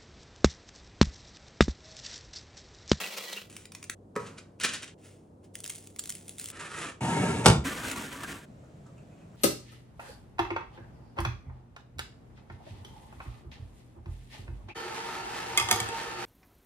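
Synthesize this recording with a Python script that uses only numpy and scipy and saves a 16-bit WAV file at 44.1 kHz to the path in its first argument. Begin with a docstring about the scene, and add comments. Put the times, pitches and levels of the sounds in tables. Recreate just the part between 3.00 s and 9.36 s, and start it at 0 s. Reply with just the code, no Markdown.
"""Small kitchen, close above the worktop: cauliflower is baked.
A paper-lined tray slides over wood; florets drop on the paper, herbs are rubbed, seeds sprinkled.
The tray scrapes along oven rails, clanks on the stop, slides on wood again; a fork moves soft food.
Friction and crackle are coloured random grains, metal is ringing resonances, plus a diffuse echo.
Levels in the tables are relative, ahead of the mix gains."""
import sys
import numpy as np
from scipy import signal
from scipy.fft import rfft, irfft, next_fast_len
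from scipy.io import wavfile
from scipy.ndimage import uniform_filter1d

SR = 44100
rng = np.random.default_rng(int(sys.argv[2]) if len(sys.argv) > 2 else 0)


def wav_record(signal):
    """Record a signal, one row per channel, as 16-bit PCM in the file named by sys.argv[1]."""
    frames = np.transpose(np.atleast_2d(signal))
    bounded = np.clip(frames, -1, 1)
    # unit amplitude maps onto the largest positive 16-bit level
    quanta = np.round(bounded * 32767).astype(np.int16)
    wavfile.write(sys.argv[1], SR, quanta)


N = 280476

# spectrum of snapping paper and rubbed herbs: f/Hz, level/dB per Hz
CRACKLE_TONE = [(300, -11), (800, -11.5), (1300, -1), (2000, -1.5), (2700, 0.5), (4500, -6), (7000, -1),
                (10000, -1.5), (13000, -15.5), (15500, -2)]


def amp(db):
    """Decibels to gain."""
    return 10 ** (np.asarray(db) / 20)


def unit(x):
    """Scale to rms 1."""
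    return x / np.sqrt(np.mean(x ** 2) + 1e-20)


def at_hz(points, hz):
    """Interpolate a table on a log-frequency axis."""
    f, value = np.transpose(points)
    return np.interp(np.log(np.maximum(hz, 1)), np.log(f), value)


def convolve(x, response):
    """Pass a mono sound through a mono or stereo response."""
    return signal.oaconvolve(np.atleast_2d(x), np.atleast_2d(response), axes=1)[:, :N]


def causal(spectrum, size=8192):
    """Minimum-phase response of a spectrum, falling 12 dB/octave further below its first point."""
    hz = np.maximum(np.fft.rfftfreq(size, 1 / SR), 1)
    gain = amp(at_hz(spectrum, hz)) * np.minimum(hz / spectrum[0][0], 1) ** 2
    cepstrum = irfft(np.log(gain))
    # fold the cepstrum onto positive time
    cepstrum[1:size // 2] *= 2
    cepstrum[size // 2 + 1:] = 0
    return irfft(np.exp(rfft(cepstrum)))


def colour(x, spectrum):
    """Shape a white excitation, keeping its power."""
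    response = causal(spectrum)
    return convolve(x, response / np.linalg.norm(response))[0]


def drift(rate):
    """Slow random curve, linear between normal knots at `rate` per second."""
    knots = np.arange(N) / SR * rate
    return np.interp(knots, np.arange(2000), rng.standard_normal(2000))


def grains(per_s, spread_db):
    """Random tiny slips of uneven size and either sign; rms 1."""
    born = np.flatnonzero(rng.random(N) < per_s / SR)
    sign = rng.choice([-1, 1], len(born))
    size_db = spread_db * np.minimum(rng.exponential(1, len(born)), 4)
    slips = np.zeros(N)
    slips[born] = sign * amp(size_db)
    return unit(slips)


def click(t_s, db):
    """One-sample impulse."""
    return amp(db) * (np.arange(N) == int(t_s * SR))


def ring(x, hz, t60):
    """Two-pole resonance: a unit click rings a decaying sine of height 1."""
    r, w = amp(-60 / (t60 * SR)), 2 * np.pi * hz / SR
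    return signal.lfilter([0, np.sin(w)], [1, -2 * r * np.cos(w), r * r], x + 1e-18)


def resonate(x, peaks, wander, swell_db):
    """Parallel resonances under friction, straying in level and pitch as the contact moves; rms 1."""
    n, out = np.arange(N), 0
    for hz, width_hz, db in peaks:
        ringing = unit(ring(x, hz, np.log(1000) / np.pi / width_hz))
        level = amp(db + swell_db * drift(rate=17))
        warped_n = n + np.cumsum(wander * drift(rate=14))
        out = out + level * np.interp(warped_n, n, ringing)
    return unit(out)


def swell(crest_s, db, rise_s, t60_s):
    """Power envelope of one contact: 20 dB up per rise time, then an exponential decay."""
    out = np.zeros(N)
    first = max(int((crest_s - 2 * rise_s) * SR), 0)
    last = min(int((crest_s + t60_s) * SR), N)
    at = np.arange(first, last)
    t = at / SR - crest_s
    out[at] = amp(db + np.where(t < 0, 20 * t / rise_s, -60 * t / t60_s)) ** 2
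    return out


def bursts(rows, rise_s):
    """Amplitude envelope of sharp contacts, each cresting one rise time after its table time."""
    return np.sqrt(sum(swell(s + rise_s, db, rise_s, t60) for s, db, t60 in rows))


def presses(rows, rise_share):
    """Amplitude envelope of soft contacts: rise is a share of t60, so slow presses fade slowly too."""
    return np.sqrt(sum(swell(s, db, rise_share * t60, t60) for s, db, t60 in rows))


def strokes(rows, attack_s, release_t60_s, arch_db=0):
    """Gain of hand movements: set in, hold with a steady change and optional arch, run out."""
    t, power = np.arange(N) / SR, 1e-20
    for start, length, db, change_db in rows:
        done = np.clip((t - start) / length, 0, 1)
        attack = np.clip((t - start) / attack_s, 0, 1)
        held = amp(db + change_db * done + arch_db * np.sin(np.pi * done))
        released = np.maximum(t - start - length, 0) / release_t60_s
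        power = power + (attack * held * np.exp(-np.log(1000) * released)) ** 2
    return np.sqrt(power)


def strike(rows, modes, uneven_db):
    """Blows ring all modes; the higher the mode, the more its strength depends on the spot hit."""
    s, db, _ = np.transpose(rows)
    # light bounces mostly tick: the ring falls faster than their level
    ring_db = db.max() + 1.4 * (db - db.max())
    spot_db = uneven_db * rng.standard_normal((len(rows), len(modes)))
    out = np.zeros(N)
    for k, (hz, mode_db, t60) in enumerate(modes):
        blow_db = ring_db + mode_db + spot_db[:, k] * min(hz / 1500, 1)
        clicks = np.zeros(N)
        clicks[(s * SR).astype(int)] = amp(blow_db) * (-1) ** k
        out += ring(clicks, hz, t60)
    return out


def low_cut(x, hz):
    """High-pass filter: thin out the bass below hz."""
    return signal.sosfilt(signal.butter(3, hz, "high", fs=SR, output="sos"), x)


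def pan(db):
    """Left and right gains for a level difference."""
    return amp(np.array([[.5], [-.5]]) * db)


def widen(mid, side, width):
    """Two unrelated noises, as mid and side, become left and right."""
    return mid + convolve(side, causal(width)) * [[1], [-1]]


def ports(x, phase):
    """Two microphone ports: a frequency-dependent phase lead, half on each side, vanishing in the bass."""
    size = next_fast_len(N + SR // 10, real=True)
    hz = np.fft.rfftfreq(size, 1 / SR)
    lead = at_hz(phase, hz) * np.minimum(hz / phase[0][0], 1) ** 2
    turn = lead * np.array([[.5], [-.5]])
    return irfft(rfft(x, size) * np.exp(1j * turn), size)[:, :N]


def kitchen(x, wet_db, count=16):
    """Direct sound plus a short diffuse tail that dies band by band."""
    # echo decay: f/Hz, t60/s
    room_t60 = [(100, 0.68), (500, 0.34), (2000, 0.28), (8000, 0.27), (15000, 0.036)]
    # left-right likeness of the echo: f/Hz, correlation/1
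    likeness = [(350, 1), (800, .1), (2000, .6), (10000, 0.22)]
    t, tail = np.arange(SR // 2) / SR, 0
    edges_hz = np.geomspace(60, 17000, count + 1)
    for low, high in zip(edges_hz, edges_hz[1:]):
        hz = np.sqrt(low * high)
        band = signal.butter(2, [low, high], "band", fs=SR, output="sos")
        mid, side = signal.sosfilt(band, rng.standard_normal((2, len(t))))
        alike = np.clip(at_hz(likeness, hz), -1, 1)
        dying = np.exp(-np.log(1000) * t / at_hz(room_t60, hz))
        stereo = np.sqrt(1 + alike) * mid + np.sqrt(1 - alike) * side * [[1], [-1]]
        tail = tail + dying * stereo
    tail = tail * np.minimum(t / 0.0011, 1)
    return x + amp(wet_db) * convolve(x, tail / np.linalg.norm(tail[0]))


def break_off(x):
    """The sound and its echo are muted abruptly over fixed spans."""
    # hushes: start t/s, end t/s
    hush_rows = [(.947, 1.15), (1.945, 1.98), (3.52, 4), (5.455, 6.4)]
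    t = np.arange(N) / SR
    hushed = sum((t > start) & (t < end) for start, end in hush_rows)
    return x * (1 - uniform_filter1d(hushed * 1., size=400))


def room_noise():
    """Low kitchen air as wide coloured noise in an early and a late stretch, faint mains hum in the early."""
    # air stretches: start t/s, length/s, level/dB, change over length/dB
    early_rows = [(.38, 0.13, -60.5, 7), (.49, 3.5, -56, 1)]
    late_rows = [(4.6, 1.8, -51, 0.83)]
    # air spectra: f/Hz, level/dB per Hz
    early_tone = [(35, -12.5), (60, -7.5), (100, -9.5), (150, -4), (290, -7.5), (500, -12), (800, -22),
                  (1200, -33), (2200, -47), (5000, -50.5), (9000, -48), (14000, -62.5)]
    late_tone = [(35, -11.5), (140, 0), (420, -15.5), (650, -16), (900, -28), (5000, -43.5), (7500, -41.5),
                 (14000, -59)]
    # stereo width: f/Hz, side minus mid level/dB
    air_width = [(100, -22.5), (950, 2), (5980, -4)]
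    hum_hz, hum_db = 97.2, -58.5
    before, after = (strokes(rows, attack_s=0.038, release_t60_s=.3) for rows in (early_rows, late_rows))
    early = widen(*(colour(before * rng.standard_normal(N), early_tone) for _ in range(2)), air_width)
    late = widen(*(colour(after * rng.standard_normal(N), late_tone) for _ in range(2)), air_width)
    sine = unit(np.sin(2 * np.pi * hum_hz * np.arange(N) / SR))
    hum = amp(hum_db + 3.5 * drift(rate=11)) * before / before.max() * sine
    return early + late + hum


def glance(x, size=1024):
    """Each block of samples has its own short echo, as off the tray, so ticks differ in colour."""
    delay_s = np.repeat(rng.uniform(.0002, .001, N // size + 1), size)[:N]
    echo = x[np.maximum(np.arange(N) - (delay_s * SR).astype(int), 0)]
    return .9 * x + .4 * echo


def fork():
    """Soft florets give way in faint wet crackles; each touch squeaks at its own pitch."""
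    # fork presses: crest t/s, f/Hz, level/dB
    touches = [(5.645, 1350, -65.5), (5.866, 1280, -62), (5.98, 2670, -67), (6.12, 2450, -69.5),
               (6.18, 2830, -71), (6.213, 2550, -70.5), (6.341, 1450, -67.5)]
    # wet crackle spectrum: f/Hz, level/dB per Hz
    wet_tone = [(1300, 8), (2000, -9), (5000, -9.5), (7500, -3), (15500, -33)]
    cycles = 24  # t60 of a squeak, in periods
    crackle = grains(per_s=1100, spread_db=2.5)
    wet = amp(-2.5) * colour(crackle, wet_tone)
    out = np.zeros(N)
    for s, hz, db in touches:
        press = np.sqrt(swell(s, db, rise_s=0.019, t60_s=0.18))
        out += press * (wet + unit(ring(crackle, hz, cycles / hz)))
    return out


def seasoning():
    """Herbs crackle between fingers; seeds tick on the paper over a finer trickle."""
    # herb rubs: crest t/s, level/dB, t60/s
    rubs = [(2.06, -54.5, 0.49), (2.445, -59, 0.1)]
    # loudest seeds landing: t/s, level/dB
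    seed_rows = [row[:2] for row in [(2.5539, -19), (2.589, -35), (2.6032, -25), (2.637, -28),
                                     (2.6413, -20.5), (2.652, -24), (2.6613, -22), (2.677, -22),
                                     (2.696, -22), (2.699, -20.5), (2.7016, -19), (2.752, -26.5),
                                     (2.758, -27.5), (2.782, -33), (2.872, -29.5), (2.9616, -28.5),
                                     (2.9872, -28), (2.9913, -17), (2.9939, -16.5), (2.9994, -26),
                                     (3.038, -24), (3.057, -23), (3.074, -27), (3.0925, -22), (3.095, -16),
                                     (3.1022, -18), (3.1226, -24), (3.1519, -22.5), (3.2807, -27),
                                     (3.2933, -25), (3.383, -24), (3.397, -19.5), (3.413, -25),
                                     (3.4417, -23.5), (3.458, -19.5), (3.4861, -23.5), (3.5018, -21)]]
    # pinches let go: start t/s, length/s, level/dB, change over length/dB
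    pinch_rows = [(2.535, 0.096, -50.5, -9), (2.66, 0.054, -50.5, 5), (3.0, 0.14, -55, 6),
                  (3.27, 0.026, -51.5, 0), (3.38, 0.053, -45, 2.5)]
    # seed spectrum: f/Hz, level/dB per Hz
    seed_tone = [(900, -19), (1600, -10), (3000, -5.5), (5000, -8.5), (7500, -1.5), (10000, -0.5),
                 (12500, -8.5), (15500, -1.5)]
    seed_t60_s = .009
    herbs = presses(rubs, rise_share=0.17) * grains(per_s=5300, spread_db=2.5)
    tick_env = bursts([(s, db, seed_t60_s) for s, db in seed_rows], rise_s=0.00038)
    ticks = amp(-5.5) * tick_env * rng.standard_normal(N)
    pour = strokes(pinch_rows, attack_s=0.013, release_t60_s=0.76)
    trickle = pour * grains(per_s=1700, spread_db=4.0)
    return colour(herbs, CRACKLE_TONE) + colour(glance(ticks, size=256) + trickle, seed_tone)


def paper():
    """Creases snap, the sheet shifts, and spoon and florets crush it in showers of tiny buckles."""
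    # crease snaps: t/s, level/dB
    snap_rows = [(0.042, -29), (0.329, -26), (.498, -37), (0.527, -39), (0.565, -25.5), (0.6536, -31),
                 (0.719, -30.5), (0.7488, -26), (0.827, -28.5), (0.8395, -27), (0.8967, -20),
                 (0.897, -20.5), (1.599, -24.5), (1.608, -26), (1.6346, -15.5), (1.647, -13.5),
                 (1.735, -22), (1.822, -32.5), (1.829, -37), (1.842, -34), (4.882, -27.5), (4.913, -19),
                 (4.9155, -26), (5.233, -28.5)]
    # hand shifts the paper: start t/s, length/s, level/dB, change over length/dB
    shift_rows = [(.5, 0.14, -52, -2), (.73, 0.17, -56, -9), (.9, 0.032, -50, -3)]
    # crushes: crest t/s, level/dB, t60/s
    crush_rows = [(1.27, -48.5, 0.16), (1.385, -43, 0.072), (1.614, -32.5, 0.069), (1.646, -22.5, 0.11),
                  (1.69, -34, 0.13), (1.742, -34, 0.18), (1.832, -37, 0.073), (1.88, -48.5, 0.12)]
    # crush spectrum: f/Hz, level/dB per Hz
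    crush_tone = [(100, -13), (200, 0.5), (500, -1.5), (900, -8), (1500, 6.5), (2150, 3), (2700, 7.5),
                  (3600, 2.5), (5000, -0.5), (7000, 0), (10000, -5.5), (12000, -26), (15500, -17)]
    snap_t60_s = 0.018
    snap_env = bursts([(s, db, snap_t60_s) for s, db in snap_rows], rise_s=0.0012)
    snaps = amp(-7.0) * snap_env * rng.standard_normal(N)
    shift_env = amp(-2.5) * strokes(shift_rows, attack_s=0.0034, release_t60_s=.15)
    shift = shift_env * grains(per_s=3900, spread_db=3.5)
    crush = presses(crush_rows, rise_share=0.18) * grains(per_s=9200, spread_db=-1.0)
    return colour(glance(snaps) + shift, CRACKLE_TONE) + colour(crush, crush_tone)


def florets():
    """A soft wet slap of noise, and the modes of the tray lying on the worktop ringing with it."""
    # florets landing: t/s, level/dB, t60/s
    thud_rows = [(1.154, -43, 0.052), (1.1615, -26.5, 0.023), (1.171, -40, 0.086), (1.195, -45, 0.66),
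                 (1.647, -39, 0.11)]
    # slap spectrum: f/Hz, level/dB per Hz
    thud_tone = [(120, -1), (250, 0.5), (450, -8.5), (750, -11.5), (1200, -2.5), (2000, -11.5),
                 (3500, -21.5), (8000, -22), (15500, -34)]
    # tray modes on wood: f/Hz, level/dB, t60/s
    tray_modes = [(118.2, -11.5, 0.29), (270, -9.5, 0.13), (422, 1.5, 0.08), (472, 3.5, .22),
                  (558, -2, .22), (967, -6, 0.21), (1100, -8, .18), (1260, -6, 0.15), (1280, -2.5, 0.14),
                  (1770, -16.5, .13), (1960, -11, 0.18), (2460, -23.5, .27)]
    slap = colour(bursts(thud_rows, rise_s=0.00075) * rng.standard_normal(N), thud_tone)
    return slap + amp(-5.5) * strike(thud_rows, tray_modes, uneven_db=-0.5)


def on_wood(shoves, attack_s, release_t60_s):
    """Friction level on the worktop: shoves plus the catches that fall within them."""
    # tray catches on the wood: crest t/s, level/dB, rise/s
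    catch_rows = [(.042, -49, .008), (0.183, -32.5, 0.02), (0.241, -38.5, .01), (.283, -39.5, 0.0084),
                  (0.328, -37, 0.0011), (0.365, -41, .008), (3.624, -40, 0.0086), (3.815, -33.5, .003),
                  (3.894, -37, .003), (4.673, -34.5, .012), (4.882, -34, .002), (4.911, -38, .005),
                  (4.979, -40, .01), (5.04, -42, .008), (5.13, -38.5, 0.023), (5.235, -34, 0.0049)]
    first, last = shoves[0][0], shoves[-1][0] + shoves[-1][1]
    catches = sum(swell(s, db, rise, t60_s=0.072) for s, db, rise in catch_rows if first < s < last)
    return np.sqrt(strokes(shoves, attack_s, release_t60_s) ** 2 + catches)


def broad_slide(push, tone, peaks, width, per_s, spread_db, judder_db, rub_db, ring_db):
    """The whole tray underside judders over the wood grain; the sheet rings faintly along."""
    friction = push * amp(judder_db * drift(rate=110))
    slips, side = (grains(per_s, spread_db) for _ in range(2))
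    rub = widen(colour(slips * friction, tone), colour(side * friction, tone), width)
    sheet = friction * resonate(slips, peaks, wander=0.00595, swell_db=0.0)
    return amp(rub_db) * rub + amp(ring_db) * sheet


def scrape(push, tone, peaks, per_s, spread_db, clump_db, rub_db, ring_db):
    """The rim slips in clumps of tiny jerks, which hiss and keep the sheet metal ringing."""
    slips = unit(grains(per_s, spread_db) * amp(clump_db * drift(rate=77)))
    hiss = amp(rub_db) * colour(slips, tone)
    sheet = amp(ring_db) * resonate(slips, peaks, wander=.007, swell_db=1.0)
    return push * (hiss + sheet)


def empty_slide():
    """The empty tray rubs broadly over the wood."""
    # shoves: start t/s, length/s, level/dB, change over length/dB
    shoves = [(0.001, .045, -32.5, -3), (.06, .33, -40, -2)]
    # rub spectrum: f/Hz, level/dB per Hz
    tone = [(150, -26), (197, 9.5), (240, -7.5), (480, 2.5), (1000, -4.5), (1800, -4), (2900, 0.5),
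            (6000, -5.5), (10000, -12.5)]
    # tray resonances: f/Hz, width/Hz, level/dB
    peaks = [(202, 31, -18), (510, 130, -8.5), (1950, 20, 0.5), (2330, 40, -2), (2690, 200, 4),
             (3330, 78, -4), (4120, 42, 0)]
    # stereo width: f/Hz, side minus mid level/dB
    width = [(400, -17), (950, -2.5), (3770, -9), (7520, -3.5)]
    push = on_wood(shoves, attack_s=0.0013, release_t60_s=0.28)
    return broad_slide(push, tone, peaks, width, per_s=5000, spread_db=2.5, judder_db=1.53,
                       rub_db=-3.0, ring_db=-7.0)


def loaded_slide():
    """The loaded tray scrapes on its rim over the wood."""
    # shoves: start t/s, length/s, level/dB, change over length/dB
    shoves = [(3.505, 0.067, -56, 11), (3.585, 0.1, -39.5, -5), (3.68, 0.12, -47, 12),
              (3.81, 0.084, -39, -1)]
    # scrape spectrum: f/Hz, level/dB per Hz
    tone = [(150, -0.5), (400, 3), (750, -7.5), (1250, 0), (2000, 1), (3000, -3), (5000, -11.5),
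            (7500, -6.5), (10000, -9), (15500, -46)]
    # resonances stirred on wood: f/Hz, width/Hz, level/dB
    peaks = [(1280, 200, 0), (1830, 150, -4.5), (2470, 79, -21)]
    push = on_wood(shoves, attack_s=0.013, release_t60_s=0.11)
    return scrape(push, tone, peaks, per_s=2600, spread_db=1.0, clump_db=2.5, rub_db=-3.5, ring_db=-6.5)


def baked_slide():
    """The tray with the baked florets rubs broadly over the wood."""
    # shoves: start t/s, length/s, level/dB, change over length/dB
    shoves = [(4.639, 0.18, -33.5, -8), (4.825, 0.091, -35.5, -1), (4.945, 0.13, -38.5, -4.5),
              (5.11, 0.19, -46, -0.5), (5.265, 0.053, -43.5, 3.5), (5.35, 0.092, -53.5, -6)]
    # rub spectrum: f/Hz, level/dB per Hz
    tone = [(60, -5), (180, -16), (265, 0.5), (390, -7), (850, -11.5), (1150, -9.5), (1600, -7),
            (2100, -9.5), (2950, -12.5), (4600, -19.5), (8000, -16.5), (15500, -30)]
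    # tray resonances: f/Hz, width/Hz, level/dB
    peaks = [(225, 20, 0), (271, 25, 3), (965, 51, 0.5), (1155, 25, -0.5), (1413, 40, 1), (1574, 36, 1),
             (1767, 36, 1)]
    # stereo width: f/Hz, side minus mid level/dB
    width = [(120, -24), (950, -6.5), (3770, -5), (7520, -30)]
    push = on_wood(shoves, attack_s=0.018, release_t60_s=0.36)
    return broad_slide(push, tone, peaks, width, per_s=5500, spread_db=2.0, judder_db=1.5,
                       rub_db=0.0, ring_db=-6.0)


def squeals():
    """Where the rim grips, one resonance of the sheet sings out for a moment."""
    # squeals: crest t/s, f/Hz, level/dB, t60/s
    squeal_rows = [(.04, 2610, -34.5, 0.1), (0.334, 3800, -34.5, 0.042), (.372, 2760, -39.5, 0.08),
                   (3.625, 1290, -40.5, .15), (3.822, 2090, -38, 0.091), (4.12, 778, -37.5, 0.25),
                   (4.265, 1670, -40, 0.19), (4.275, 934, -34.5, .2), (4.42, 930, -40, .2),
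                   (4.42, 915, -39, 0.18), (4.675, 2100, -44, 0.17), (5.24, 1223, -42.5, 0.076),
                   (5.245, 1600, -42, 0.13)]
    cycles = 49  # t60 of the resonance, in periods
    out = np.zeros(N)
    for s, hz, db, t60 in squeal_rows:
        grip = presses([(s, db, t60)], rise_share=0.17)
        out += grip * unit(ring(rng.standard_normal(N), hz, cycles / hz))
    return out


def rumble():
    """Steady pressure on the rails keeps the oven walls droning at an even strength."""
    # pressure on the rails: start t/s, length/s, level/dB, change over length/dB
    rumble_rows = [(4.008, 0.196, -31.5, 0), (4.195, .26, -28, -6)]
    # wall resonances: f/Hz, width/Hz, level/dB
    wall_peaks = [(128, 26, -4), (174, 36, 0)]
    walls = resonate(rng.standard_normal(N), wall_peaks, wander=0.018, swell_db=2.0)
    even = walls / np.sqrt(uniform_filter1d(walls ** 2, size=1300) + 1e-3)
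    return strokes(rumble_rows, attack_s=.008, release_t60_s=0.089) * low_cut(even, hz=79)


def rail_scrape():
    """The rim scrapes along the oven rails, its level arched over each stroke: fastest halfway."""
    # push along the rails: start t/s, length/s, level/dB, change over length/dB
    push_rows = [(4.006, 0.46, -34, -4.5), (4.44, 0.024, -38, 5)]
    # scrape spectrum: f/Hz, level/dB per Hz
    tone = [(260, -3.5), (550, -4.5), (900, -10), (1400, -15), (2400, -15), (5000, -25), (7000, -22),
            (10000, -19), (12000, -47)]
    # resonances stirred on the rails: f/Hz, width/Hz, level/dB
    peaks = [(288, 80, -4), (420, 55, 0), (769, 40, -2), (914, 24, -1), (1325, 40, -7), (1670, 40, -7.5),
             (2205, 88, -10), (2810, 120, -15)]
    push = strokes(push_rows, attack_s=0.0055, release_t60_s=0.095, arch_db=5.5)
    return scrape(push, tone, peaks, per_s=6000, spread_db=0.0, clump_db=1.3, rub_db=-3.0, ring_db=-4.5)


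def boom():
    """The tray's weight heaves the thin oven walls for a few cycles, ending in a low thud."""
    # wall booms: t/s, f/Hz, level/dB, t60/s
    boom_rows = [(4.4797, 115, -7.5, 0.061), (4.4971, 115, -5, 0.067), (4.523, 150, -17, .09),
                 (4.556, 135, -19.5, .07), (4.575, 72, -21, 0.17)]
    return sum(ring(click(s, db), hz, t60) for s, hz, db, t60 in boom_rows)


def bend(x):
    """Bending waves in sheet steel travel at the root of frequency, so the lows of a blow arrive late."""
    top_hz, lag_s = 1502, .006  # no delay above; delay two octaves below
    size = next_fast_len(N + SR // 10, real=True)
    hz = np.minimum(np.fft.rfftfreq(size, 1 / SR), top_hz)
    turn = 2 * np.pi * lag_s * (2 * np.sqrt(top_hz * hz) - hz)
    return irfft(rfft(x, size) * np.exp(-1j * turn), size)[:N]


def clank(count=60):
    """Steel on steel: a hard knock through the sheet, a crash, and high modes crowding over low ones."""
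    # tray hits the stop and rattles: t/s, level/dB, t60/s
    clank_rows = [(4.4588, -7.5, 0.014), (4.463, -5, 0.017), (4.474, -19, 0.022), (4.482, -15.5, 0.031),
                  (4.499, -20, 0.032), (4.512, -27, .03), (4.53, -34.5, .04), (4.56, -42.5, 0.07)]
    # spectra of crash and first knock: f/Hz, level/dB per Hz
    crash_tone = [(70, -18), (130, -10.5), (370, -9), (600, -17.5), (1000, -14), (1350, -17.5),
                  (1700, -24.5), (3500, -22), (5000, -26), (7500, -22.5), (10000, -21.5), (12000, -42.5)]
    knock_tone = [(150, -13), (380, -2.5), (600, -5.5), (1000, 1.5), (1450, -9.5), (1800, -24.5),
                  (6000, -42.5)]
    # tray modes in the oven: f/Hz, level/dB, t60/s
    tray_modes = [(163.6, -8.5, 0.31), (192.7, -7, 0.21), (321.3, -12.5, .28), (361, -9.5, .22),
                  (410, -9.5, .14), (455, -12.5, 0.13), (647, -15, 0.28), (782, -13, 0.16), (882, -12, .18),
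                  (1050, -12.5, 0.2), (1157, -20.5, .18), (1356, -14, 0.27), (1406, -14, 0.22)]
    low_hz, high_hz, crowd_db, crowd_t60_s = 1702, 5570, -26, .19
    knock = colour(click(4.4588, db=12), knock_tone)
    crash_env = amp(3.5) * bursts(clank_rows, rise_s=0.0004)
    crash = colour(crash_env * grains(per_s=20000, spread_db=2.0), crash_tone)
    crowd_hz = low_hz * (high_hz / low_hz) ** rng.random(count)
    crowd = [(hz, crowd_db, crowd_t60_s) for hz in crowd_hz]
    ringing = amp(-8.0) * strike(clank_rows, tray_modes + crowd, uneven_db=2.5)
    return crash + bend(knock + ringing)


def scene():
    """Mix all sources with their echo levels, balances and port phases."""
    # port phase for the worktop and the oven: f/Hz, left lead/rad
    worktop_phase = [(400, 0), (1100, .5), (5500, .5), (8000, 1.24), (10300, 1.28), (12000, 3.5)]
    oven_phase = [(400, 0.72), (1100, -0.1), (2000, 1.5), (4400, 1.87), (6200, 1), (8000, 1), (10300, 3)]
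    rustle = break_off(kitchen(paper(), wet_db=-8.0) + kitchen(seasoning(), wet_db=-9.5))
    landing = pan(-1.5) * kitchen(florets(), wet_db=-7.0)
    scraping = pan(-1) * kitchen(fork() + loaded_slide(), wet_db=-6.0)
    sheet = kitchen(squeals(), wet_db=-13.5)
    worktop = ports(rustle + landing + scraping + sheet, worktop_phase)
    rails = kitchen(low_cut(rail_scrape(), hz=140), wet_db=-7.5)
    push = ports(rails, oven_phase) + rumble()
    stop = ports(kitchen(clank(), wet_db=-8.5), oven_phase) + boom()
    oven = low_cut(push + stop, hz=52)
    slides = low_cut(empty_slide(), hz=150) + break_off(baked_slide())
    return worktop + oven + slides + room_noise()


def record(dry):
    """The microphone drops the deepest bass, peaks are rounded and the top is cut."""
    lean = signal.sosfilt(signal.butter(3, 42, "high", fs=SR, output="sos"), dry)
    cutoff_hz = 16200
    top_cut = signal.ellip(10, .1, 90, cutoff_hz, fs=SR, output="sos")
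    return signal.sosfilt(top_cut, np.tanh(lean))


dry = scene()
out = record(dry)
wav_record(out)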